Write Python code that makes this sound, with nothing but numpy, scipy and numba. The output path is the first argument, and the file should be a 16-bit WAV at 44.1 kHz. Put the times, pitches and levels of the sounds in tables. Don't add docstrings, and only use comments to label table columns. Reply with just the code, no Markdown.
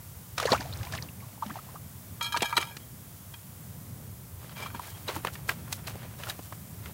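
import sys
import numpy as np
from scipy import signal
from scipy.fft import rfft, irfft, next_fast_len
from scipy.io import wavfile
from scipy.ndimage import uniform_filter1d
from numba import njit

SR = 44100
rng = np.random.default_rng(int(sys.argv[2]) if len(sys.argv) > 2 else 0)


def log_audio(samples):
    frames = np.atleast_2d(samples).T
    limited = np.clip(frames, -1, 1)
    pcm = np.round(limited * 32767).astype(np.int16)
    wavfile.write(sys.argv[1], SR, pcm)


N = 305701


def undb(db):
    return 10 ** (np.asarray(db) / 20)


def level(x, db):
    return x * undb(db) / np.sqrt(np.mean(x ** 2))


def curve(table):
    return np.interp(np.arange(N) / SR, *np.transpose(table))


def band(x, lo_hz, hi_hz):
    return signal.sosfilt(signal.butter(2, [lo_hz, hi_hz], "band", fs=SR, output="sos"), x)


def coloured(spectrum):
    size = next_fast_len(N)
    hz, db = np.transpose(spectrum)
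    bin_hz = np.arange(size // 2 + 1) * SR / size
    gain = undb(np.interp(np.log(bin_hz + 1), np.log(hz), db, -120, -120))
    return irfft(rfft(rng.standard_normal(size)) * gain, size)[:N]


def walk(rate):
    k = int(SR / rate)
    steps = np.repeat(rng.standard_normal(N // k + 1), k)
    return 1.3 * uniform_filter1d(uniform_filter1d(steps, k), k)[:N]


def clicks(rate, spread_db):
    hit = rng.random(N) < rate / SR
    size = np.minimum(rng.exponential(size=N), 3)
    return level(hit * rng.standard_normal(N) * undb(spread_db * size), 0)


def add(out, s, x):
    i = int(s * SR)
    out[i:i + len(x)] += x[:max(len(out) - i, 0)]


def swells(table, rise, fall, column=2):
    t, power = np.arange(N) / SR, 0
    for row in table:
        start, held = row[:2]
        before = np.maximum(start - t, 0)
        after = np.maximum(t - start - held, 0)
        db = row[column] - rise * before - fall * after
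        power = power + undb(2 * np.maximum(db, -150))
    return np.sqrt(power)


def bursts(table, t60_s, wide_db, tock_db):
    out = np.zeros(N)
    t = np.arange(int(.15 * SR)) / SR
    onset = np.sin(np.minimum(t / 0.0033, 1) * np.pi / 2) ** 2
    fade = np.exp(-np.log(1000) * t / t60_s) * onset
    for s, db, hz, octaves in table:
        noise = rng.standard_normal((2, len(t)))
        half = 2 ** (octaves / 2)
        body = level(band(noise[0], hz / half, hz * half), 0) * fade
        tock = undb(tock_db) / half ** 3 * np.sin(2 * np.pi * hz * t) * fade ** 0.77
        tick = undb(wide_db) * noise[1] * fade ** 2.2
        add(out, s, undb(db) * (body + tock + tick))
    return out


# frequency in Hz, relative density in dB per Hz.
HISS_SPECTRUM = [(590, 0.5), (1000, 3), (1680, -3), (2070, -3.5), (2320, -5.5), (2580, -5.5), (3210, -3),
                 (4000, -5.5), (15800, 3.5)]


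def hiss():
    return level(coloured(HISS_SPECTRUM), -51.5) * undb(.5 * walk(3.6))


# time in seconds, level in dB.
GUST_LEVELS = [(0.0, -41), (0.04, -49), (0.21, -40.5), (0.25, -47), (0.62, -37), (0.63, -41), (0.81, -35.5),
               (0.85, -45), (0.96, -37.5), (1.12, -48), (2.31, -46.5), (2.43, -43), (2.47, -46.5),
               (3.67, -48.5), (3.74, -44), (3.78, -47.5), (4.44, -44), (4.5, -48), (4.77, -40), (4.84, -48),
               (5.42, -40.5), (6.72, -46), (6.85, -38.5), (6.93, -48)]
# frequency in Hz, relative density in dB per Hz.
WIND_SPECTRUM = [(15, -57), (25, -41), (54, -15), (96, -1.5), (175, -8.5), (204, -13), (238, -17),
                 (364, -25), (409, -24), (459, -26.5), (535, -25.5), (674, -29.5), (954, -36.5),
                 (2500, -38.5), (3250, -82), (5500, -120)]


def wind():
    gust_db = curve(GUST_LEVELS)
    air = level(coloured(WIND_SPECTRUM), 0)
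    rumble = signal.sosfilt(signal.butter(4, 230, fs=SR, output="sos"), air)
    upper = air - rumble
    upper_db = -45.5 + 0.61 * (gust_db + 45.5) + 1.3 * walk(6.31)
    return rumble * undb(gust_db + 1.6 * walk(12.0)) + upper * undb(upper_db)


# start in seconds, held time in seconds, level in dB, treble level in dB.
STRAW_MOVES = [(4.4, 0.13, -53.5, -58), (4.565, 0.11, -42, -54), (4.75, 0.016, -44, -53),
               (4.82, 0.09, -47.5, -49.5), (4.95, .9, -55, -67), (5.08, 0.019, -38.5, -45),
               (5.1, .05, -45, -49.5), (5.15, 0.02, -37.5, -48), (5.25, 0.03, -36, -53),
               (5.335, 0.0083, -50, -43.5), (5.49, 0.0066, -39.5, -37.5), (5.51, 0.019, -45, -46),
               (5.725, 0.011, -45, -41), (5.875, .03, -44, -45), (5.92, .22, -50, -62),
               (6.19, 0.11, -43, -49), (6.29, 0.017, -42, -41), (6.33, .22, -58.5, -55),
               (6.84, 0.07, -48.5, -57)]


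def straw():
    low = band(clicks(4000, 1.6), 400, 3280) + 1.56 * band(clicks(600, 2.7), 330, 1290)
    high = band(clicks(4000, 4.9), 2700, 19845)
    low_gain = swells(STRAW_MOVES, rise=960, fall=520) * undb(2.8 * walk(60))
    high_gain = swells(STRAW_MOVES, rise=960, fall=520, column=3) * undb(2.2 * walk(36))
    return level(low, -2.36) * low_gain + level(high, -1.6) * high_gain


# start in seconds, level in dB, centre in Hz, width in octaves.
STRAW_SNAPS = [(4.493, -37, 1190, 2.9), (4.602, -28.5, 560, 4.6), (4.659, -31, 1090, 1.1),
               (4.701, -38, 1530, 1.1), (4.746, -33.5, 1180, 1.1), (4.793, -26, 987, 0.75),
               (5.081, -28.5, 3910, 0.58), (5.082, -27, 1690, 2.6), (5.095, -33, 1260, 2.0),
               (5.162, -25, 910, 1.1), (5.247, -17, 612, 2.7), (5.269, -20.5, 1720, 1.4),
               (5.28, -29, 1376, 1), (5.353, -33.5, 1820, 1.5), (5.491, -12, 1620, 1.3),
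               (5.677, -34.5, 1050, 1.4), (5.725, -18, 2830, 3.4), (5.87, -28, 4070, 1.55),
               (5.879, -27, 940, 2.7), (5.953, -31.5, 420, 1.46), (6.029, -38.5, 797, 1.7),
               (6.05, -37, 467, 1), (6.199, -32.5, 665, 2.6), (6.234, -26, 1600, 1.8),
               (6.269, -33, 1400, 0.98), (6.296, -25, 3820, 1.33), (6.301, -27.5, 1710, 1.1),
               (6.39, -32.5, 576, 1.8), (6.523, -30, 1070, 1.74), (6.857, -33.5, 2050, 1.8)]


def snaps():
    return bursts(STRAW_SNAPS, t60_s=0.025, wide_db=0.5, tock_db=10.5)


# start in seconds, level in dB, centre in Hz, width in octaves.
BODY_THUMPS = [(.519, -22, 250, 0.26), (.526, -14.5, 692, 1.2), (.597, -33, 198, 0.79),
               (2.419, -24.5, 643, 1.0), (2.421, -29, 220, 1.5), (2.427, -23.5, 805, 0.58),
               (2.578, -28, 370, 1.6), (4.745, -34.5, 231, 0.83), (5.162, -30.5, 324, 0.75),
               (5.269, -31, 390, 2.2), (6.389, -39.5, 250, 1)]


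def thumps():
    return bursts(BODY_THUMPS, t60_s=0.059, wide_db=-29, tock_db=4.5)


def bubble(hz, cycles, rise):
    u = np.arange(int(2.2 * cycles / hz * SR)) * hz / (cycles * SR)
    shake = np.repeat(rng.standard_normal(len(u)), max(int(1.5 * SR / hz), 1))[:len(u)]
    pitch_hz = hz * 2 ** (rise * np.minimum(u, 1.2) + 0.13 * shake)
    phase = 2 * np.pi * np.cumsum(pitch_hz) / SR
    return np.sin(phase) * np.exp(-u - 1.2 * u ** 2) * (1 - np.exp(-u / .08))


# start in seconds, level in dB, starting pitch in Hz, ring length in cycles,
# rise in octaves per ring length.
WATER_BUBBLES = [(.378, -27, 1280, 16, -.14), (.38, -32, 2660, 15, -0.22), (.399, -18.5, 1210, 9.2, .1),
                 (.425, -26, 633, 12, -0.57), (.427, -28, 1520, 20, 0.14), (.454, -14, 490, 4.7, -0.19),
                 (.457, -29, 4450, 67, 0), (.473, -25, 1795, 30, .05), (.48, -24, 1002, 9.5, -.24),
                 (.489, -22, 1124, 16, .03), (.518, -19, 3790, 54, 0.17), (.519, -15.5, 4790, 18, -.09),
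                 (.519, -11, 420, 3.1, 0.47), (.521, -20.5, 1770, 11, .08), (.527, -18, 632, 15, .23),
                 (.534, -20, 728, 12.6, .6), (.544, -20, 1200, 25, .41), (0.575, -33, 2117, 29, .37),
                 (.607, -29, 4700, 20, 0.00037), (.609, -26.5, 1480, 6.1, 0.41),
                 (.651, -34.5, 587, 16, 0.64), (.726, -32, 3440, 22, .37), (0.736, -30, 3770, 18, 0.54),
                 (.773, -35, 5000, 15, 1.1), (.809, -37.5, 1580, 16, 0.024), (.828, -42, 817, 38, 0.18),
                 (.867, -36.5, 940, 19, 0.2), (.869, -36.5, 2126, 18, 0.25), (.936, -26, 1670, 15, 0.061),
                 (.977, -31, 2450, 16, 1.25), (.985, -30, 1710, 13, 0.56), (1.024, -26.5, 4130, 16.4, 0.81),
                 (1.087, -39, 2514, 22, 0.034), (1.203, -44.5, 2270, 24, -.06),
                 (1.22, -48, 1110, 62, -0.23), (1.377, -41, 856, 6, .18), (1.423, -22, 958, 14, 0.37),
                 (1.425, -25, 966, 17.6, -.15), (1.46, -31.5, 224, 9, 0.02), (1.502, -33.5, 237, 7.3, 0.39),
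                 (1.503, -30, 950, 13, 1.2), (1.556, -29.5, 925, 8, 0.11), (1.567, -30.5, 693, 7.8, 0.29),
                 (1.588, -33.5, 1160, 12, .16), (1.686, -43, 870, 19, 0.38), (1.742, -41.5, 399, 9.5, 1.6),
                 (1.755, -36, 1090, 23, 0.072)]
# start in seconds, held time in seconds, level in dB.
SPRAY_SURGES = [(.38, .07, -39), (.46, 0.051, -39.5), (.505, 0.028, -32.5), (.607, 0.005, -41.5),
                (.64, .28, -51), (.93, 0.022, -42.5), (1.024, .005, -48.5), (1.204, .15, -59),
                (1.426, 0.0039, -50), (1.45, 0.11, -53), (1.562, 0.011, -50.5), (1.62, .14, -58.5)]


def water():
    out, shower = np.zeros(N), np.zeros(N)
    for s, db, hz, cycles, rise in WATER_BUBBLES:
        add(out, s, undb(db) * bubble(hz, cycles, rise))
    start, end = SPRAY_SURGES[0][0], sum(SPRAY_SURGES[-1][:2])
    for when, pitch, life, size in rng.random((2200, 4)):
        droplet = bubble(520 * 2 ** (3.7 * pitch), 2.5 + 12 * life, 0.3 * life)
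        gain = (1.02 - size) ** -.4 * 2 ** (.25 * pitch)
        add(shower, start + when * (end - start), gain * droplet)
    shower = shower / np.sqrt(np.mean(shower[shower != 0] ** 2))
    fizz = level(band(rng.standard_normal(N), 900, 8000), -6) * undb(1.5 * walk(120))
    return out + swells(SPRAY_SURGES, rise=1100, fall=280) * (shower + fizz)


# start in seconds, level in dB, centre in Hz, width in octaves.
WET_SLAPS = [(.3789, -16.5, 1400, 3.2), (.3988, -21, 1210, 4.6), (.4263, -24.5, 1620, 3.2),
             (.4541, -23.5, 1180, 4.7), (.5195, -22, 4530, 0.58), (.5288, -18, 1020, 3),
             (.616, -33, 1010, 3.7), (.829, -31.5, 1710, 2.7), (.8485, -34.5, 1080, 4.5),
             (.9216, -28.5, 1610, 3.9), (.9491, -27.5, 1110, 3.9), (1.4614, -36, 1140, 3.8),
             (1.496, -33, 1000, 1.8), (2.2097, -27, 1300, 3.3), (2.3624, -19, 1220, 2.0),
             (2.3699, -17, 1220, 4), (2.405, -26.5, 2780, 0.97), (2.4194, -18.5, 1000, 4.4),
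             (2.422, -20, 4000, 2.7), (2.4269, -21, 2350, 1.3), (2.5257, -28, 1200, 2),
             (2.5653, -22.5, 3100, 2.0), (2.5755, -11, 1790, 1.3), (2.6087, -28, 1600, 1.7),
             (2.6254, -23.5, 1620, 2.3), (2.7664, -29.5, 1190, 4.3), (3.339, -37, 2140, 1.6)]


def slaps():
    return bursts(WET_SLAPS, t60_s=0.028, wide_db=-4.5, tock_db=6)


@njit
def ring(x, pole, damp):
    y, z = np.empty(len(x)), 0j
    for i in range(len(x)):
        z = z * pole * damp[i] + x[i] + 1e-18
        y[i] = z.imag
    return y


# start in seconds, length in seconds, damping at 2500 Hz in dB per s.
BODY_PRESSES = [(2.304, .025, 350), (2.371, 0.058, 800), (2.536, .025, 800), (2.583, 0.022, 1100),
                (2.596, 0.18, 450), (3.0, 1.9, 700)]


def muffling():
    t = np.arange(N) / SR
    landing, settled = PAN_BLOWS[0][0], BODY_PRESSES[-1][0]
    load = 100 + 450 * np.clip(t - landing, 0, settled - landing)
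    for start, length, db_per_s in BODY_PRESSES:
        load[int(start * SR):int((start + length) * SR)] = db_per_s
    return np.maximum(uniform_filter1d(load, size=400), 0)


# start in seconds, level at 2000 Hz in dB, hardness in dB per octave,
# place round the rim from 0 to 1.
PAN_BLOWS = [(2.209, -27.5, -3, 0.32), (2.224, -34, 7.5, 0.66), (2.242, -32, 3.5, 0.05),
             (2.261, -33, 2.5, 0.56), (2.322, -23.5, 1.0, .73), (2.342, -28, -12.5, 0.4),
             (2.406, -38, -1, .54), (2.42, -25, 2.5, 0.37), (2.444, -27.5, 1, 0.95), (2.454, -25, 0, 0.75),
             (2.525, -30, -10.5, .11), (2.567, -17.5, 1.5, 0), (2.576, -38.5, 12, .5),
             (2.611, -39.5, 9.5, 0.4), (3.338, -39.5, 0, 0.6), (4.561, -44, -5, .55),
             (4.629, -42.5, 7.5, .78), (4.66, -36, -3, 0.1), (4.744, -37.5, -5, 0.44)]
# level in dB, unmuffled 60 dB decay time in seconds, family 0 or 1.
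PAN_MODES = [(-5.5, 0.13, 0), (-1.5, 0.049, 0), (-9.5, 0.55, 0), (-5, 0.13, 1), (-14, 0.05, 0),
             (-6.5, 0.55, 0), (-9, 0.19, 1), (-9, 0.1, 1), (-4, 0.2, 0), (-10, 0.083, 1), (-9, 0.073, 0),
             (-10, 0.2, 0), (-20, 0.26, 0), (-17, 0.34, 1), (-23, 0.44, 0), (-21, 0.17, 1), (-19.5, .15, 0),
             (-23, 0.13, 1), (-28, .15, 0), (-32, 0.138, 0), (-18, 0.14, 1)]
PAN_MODE_HZ = [947, 1236, 1346, 1650, 1925, 2346, 2457, 3094, 3252, 3817, 3940, 4262, 4440, 5184, 5389,
               6605, 7897, 8685, 10160, 10470, 11420]
# start in seconds, held time in seconds, level in dB.
SCALE_SLIDES = [(2.208, 0.12, -47.5), (2.33, 0.089, -40), (2.42, 0.14, -41), (2.58, 0.008, -33),
                (2.62, .04, -57), (4.56, 0.073, -44), (4.76, .16, -55)]


def pan():
    out = np.zeros(N)
    damp = undb(-muffling() / SR)
    slide = clicks(3000, 6.5) * swells(SCALE_SLIDES, rise=1500, fall=136)
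    crowd = [(4700 * 2 ** (1.6 * pitch), -24, .07, family) for pitch, family in rng.random((34, 2))]
    modes = [(hz, *row) for hz, row in zip(PAN_MODE_HZ, PAN_MODES)] + crowd
    s, blow_db, hardness_db, place = np.transpose(PAN_BLOWS)
    scatter_db = 2.8 * rng.standard_normal((len(s), len(modes)))
    angle = place * np.pi / 2
    u = np.arange(int(0.0072 * SR)) / (0.00085 * SR)
    soft = 2 / np.sum(u * np.exp(-u)) * u * np.exp(-u)
    for k, (hz, db, t60, family) in enumerate(modes):
        turn = 2 * np.pi * hz / SR
        share = np.sin(angle) if family > .5 else np.cos(angle)
        octaves = np.log2(min(hz, 7000) / 2000)
        force = share * undb(blow_db + hardness_db * octaves + scatter_db[:, k])
        roughness = 1 + .5 * rng.standard_normal(len(u))
        contact = soft * np.sin(turn * np.arange(len(u))) * roughness
        push = slide * undb(-29 + 5.6 * walk(40.03))
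        for when, size in zip(s, force):
            add(push, when, size * contact)
        detune = np.exp(1j * turn * 0.0036 * walk(25.04))
        loss = damp ** ((hz / 2500) ** 0.52) * detune
        pole = np.exp(1j * turn - np.log(1000) / (t60 * SR))
        out += undb(db) * ring(push, pole, loss)
    scrape = undb(-9.5) * band(slide, 600, 19845)
    return band(out, 510, 19845) + scrape


def scene():
    background = hiss() + wind()
    ground = straw() + snaps() + thumps()
    fish = water() + slaps() + pan()
    mono = background + ground + fish
    return np.array([mono, mono])


def record(dry):
    thin = signal.sosfilt(signal.butter(2, 45, "high", fs=SR, output="sos"), dry)
    return signal.sosfilt(signal.ellip(10, .2, 70, 15830, fs=SR, output="sos"), thin)


dry = scene()
out = record(dry)
log_audio(out)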